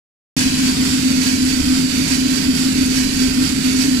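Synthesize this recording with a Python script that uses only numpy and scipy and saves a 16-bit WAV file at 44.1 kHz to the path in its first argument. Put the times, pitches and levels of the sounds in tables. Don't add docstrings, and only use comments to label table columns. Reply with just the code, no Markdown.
import sys
import numpy as np
from scipy import signal
from scipy.fft import rfft, irfft, next_fast_len
from scipy.io import wavfile
from scipy.ndimage import map_coordinates

SR = 44100
rng = np.random.default_rng(int(sys.argv[2]) if len(sys.argv) > 2 else 0)


def wav_record(signal):
    frames = np.transpose(np.atleast_2d(signal))
    bounded = np.clip(frames, -1, 1)
    quanta = np.round(bounded * 32767).astype(np.int16)
    wavfile.write(sys.argv[1], SR, quanta)


N = 176400
TURN_S = .852


def bean_rattle(left_db=-28, right_db=-19):
    # frequency in Hz, relative level in dB.
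    left_spectrum = [(200, -16), (500, -11), (750, -9), (1200, -6.5), (1700, -4.8), (2400, -.5), (3200, -1),
                     (4300, -.5), (6500, -4.7), (7800, -4.7), (9400, -3.8), (10300, -13.4), (11200, -12.8),
                     (13000, -20), (15000, -27)]
    right_spectrum = [(200, -17), (500, -13), (750, -13.5), (1200, -12.5), (1550, -5), (2200, -2.3),
                      (3300, -4.6), (4000, -2.3), (5000, -1.4), (6300, -4.9), (7700, -3.9), (8500, -8.6),
                      (11300, -11.5), (12400, -15.5), (15000, -21)]
    # frequency in Hz, width in Hz, lift on the left and on the right in dB.
    drum_modes = [(969, 25, 6, 4), (1070, 30, 1, 4), (1560, 60, 2, 3), (1806, 60, 4, 2), (2243, 60, -3, 4),
                  (2570, 150, 6, 1), (3080, 50, 1, 4), (4550, 110, 1, 8), (4790, 140, 0, 5),
                  (5510, 120, 0, 3), (7370, 400, 3, 2.5), (12670, 300, 7, 0), (13270, 220, 7, 1.5)]
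    # time in seconds, gain on the left and on the right in dB.
    settling = [(.37, 5, 0.9), (.62, 5.5, -1), (0.848, 3, 0.5), (1.2, 0.7, -0.5), (1.999, 0, 0),
                (4, -.5, 0)]
    flow, modes = paddle_flow(), np.array(drum_modes)
    left = amp(left_db) * unit(coloured(wall_impacts(flow), left_spectrum, modes[:, [0, 1, 2]]))
    right = amp(right_db) * unit(coloured(wall_impacts(flow), right_spectrum, modes[:, [0, 1, 3]]))
    times, *gains = np.transpose(settling)
    return np.array([left, right]) * amp([np.interp(np.arange(N) / SR, times, db) for db in gains])


def paddle_flow(scatter_db=.32, flurry_db=.48):
    # peak time in seconds, strength in dB relative to the sliding,
    # rise and fall in seconds.
    pours = [(0.409, 1.24, .045, .05), (.665, -1.56, .055, .05), (0.891, -0.65, 0.035, 0.059),
             (1.12, -2.5, 0.052, .055)]
    t, flow = np.arange(N) / SR, np.ones(N)
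    for turn in range(int(N / SR / TURN_S) + 1):
        for peak_s, db, rise, fall in pours:
            from_peak = t - peak_s - turn * TURN_S
            strength = amp(db + scatter_db * rng.standard_normal()) ** 2
            flow += strength * np.exp(-(from_peak / np.where(from_peak < 0, rise, fall)) ** 2)
    return flow * amp(flurry_db * wobble(22)) ** 2


def wall_impacts(flow, sliding_hits_per_s=5000, spread_db=3, spots=7, steel_t60_s=.078):
    hits = rng.random(N) < flow * sliding_hits_per_s / SR
    strikes = hits * np.sign(rng.standard_normal(N)) * amp(spread_db * rng.standard_normal(N))
    passing_spot = spots * np.arange(N) / SR / TURN_S
    struck_spot = np.floor(passing_spot + .4 * rng.standard_normal(N)) % spots
    t = np.arange(SR // 8) / SR
    rings = rng.standard_normal((spots, len(t))) * np.exp(-np.log(1000) * t / steel_t60_s)
    steel = sum(signal.oaconvolve(strikes * (struck_spot == spot), ring / np.linalg.norm(ring))[:N]
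                for spot, ring in enumerate(rings))
    return strikes + steel


def glass_ticks(t60_s=.013, right_db=-7):
    # start in seconds, peak level on the left in dB.
    ticks = [(.392, -5), (1.428, -13), (1.452, -16), (2.04, -16), (2.862, -11), (3.172, -16), (3.733, -12)]
    # frequency in Hz, relative level in dB.
    glass_spectrum = [(500, -27), (2500, -6), (5000, -4), (9000, 8), (11000, -1), (15000, -17)]
    stereo, t = np.zeros((2, N + SR)), np.arange(SR // 20) / SR
    decay = np.exp(-np.log(1000) * t / t60_s)
    for start_s, db in ticks:
        for side in stereo:
            tick = coloured(rng.standard_normal(len(t)) * decay, glass_spectrum)
            side[round(start_s * SR):][:len(t)] += amp(db) * tick / np.abs(tick).max()
    return stereo[:, :N] * amp([[0], [right_db]])


def machine_drone(left_lag_s=.00062):
    drone = fan_hum() + housing_air() + drive_rumble()
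    left = filtered(drone, lambda f: np.exp(-2j * np.pi * f * left_lag_s))
    return np.array([left, drone])


def fan_hum(waver_db=.44, drift_rad=.2):
    # frequency in Hz, rms level in dB.
    tones = [(80.7, -44), (161, -43.5), (250.8, -29.5), (258.5, -19), (468.3, -52), (586.8, -57),
             (969, -53)]
    t, hum = np.arange(N) / SR, np.zeros(N)
    for hz, db in tones:
        amplitude = np.sqrt(2) * amp(db + waver_db * wobble(5.04))
        phase = 2 * np.pi * (hz * t + rng.random()) + drift_rad * wobble(2.78)
        hum += amplitude * np.sin(phase)
    return hum


def housing_air():
    # frequency in Hz, nominal width in Hz, rms level in dB.
    air_modes = [(254.2, 40.2, -23.5), (288.4, 21, -29.5), (406.3, 32, -43.5), (471.4, 17, -51.5),
                 (586, 17, -50.5), (756, 26, -47)]
    return sum(amp(db) * resonance(rng.standard_normal(N), hz, width * np.sqrt(2), order=2)
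               for hz, width, db in air_modes)


def drive_rumble(base_db=-25, deep_hz=101):
    # frequency in Hz, relative spectral density in dB.
    spectrum = [(20, -6), (30, -4.5), (52, -8.5), (68, 1), (84, 0), (112, -3), (140, -2), (162, 6),
                (185, 0.5), (225, 5.5), (300, 2), (335, -21.5), (400, -4), (450, -21.5), (600, -20),
                (680, -26), (1100, -26.5), (1400, -22), (2200, -39), (6000, -83)]
    # time in seconds, gain in dB.
    swells = [(.4, 4), (1.1, -0.5), (1.35, -3), (1.62, 7), (1.85, -1.5), (2.3, 0), (2.6, -1), (3.0, 3),
              (3.27, 6), (3.6, -2.5), (4, -0.5)]
    noise = unit(coloured(rng.standard_normal(N), spectrum, size=16384))
    deep = filtered(noise, lambda f: 1 / (1 + (f / deep_hz) ** 10))
    swell = amp(np.interp(np.arange(N) / SR, *np.transpose(swells)))
    return amp(base_db) * (noise + (swell - 1) * deep)


def coloured(x, points, modes=(), size=4096):
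    hz, db = np.transpose(points)
    f = np.fft.rfftfreq(size, 1 / SR)
    lift = sum(boost / (1 + (2 * (f - centre) / width) ** 2) for centre, width, boost in modes)
    gain = amp(np.interp(np.log(f + 1), np.log(hz), db) + lift)
    cepstrum = irfft(np.log(gain))
    cepstrum[1:size // 2] *= 2
    cepstrum[size // 2 + 1:] = 0
    impulse_response = irfft(np.exp(rfft(cepstrum)))
    return signal.fftconvolve(x, impulse_response)[:len(x)]


def resonance(x, hz, width, order):
    return unit(filtered(x, lambda f: (1j * f * width / (hz * hz - f * f + 1j * f * width)) ** order))


def filtered(x, response):
    size = next_fast_len(N + SR // 2)
    return irfft(rfft(x, size) * response(np.fft.rfftfreq(size, 1 / SR)), size)[..., :N]


def wobble(knots_per_s):
    knots = rng.standard_normal(int(N * knots_per_s / SR) + 4)
    return map_coordinates(knots, [np.arange(N) * knots_per_s / SR])


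def amp(db):
    return 10 ** (np.asarray(db) / 20)


def unit(x):
    return x / np.sqrt(np.mean(x ** 2) + 1e-20)


def scene():
    return bean_rattle() + glass_ticks() + machine_drone()


def record(dry, start_s=.366, top_hz=15250):
    lowpass = signal.ellip(12, .1, 90, top_hz, fs=SR, output="sos")
    return signal.sosfilt(lowpass, dry * (np.arange(N) / SR >= start_s))


dry = scene()
out = record(dry)
wav_record(out)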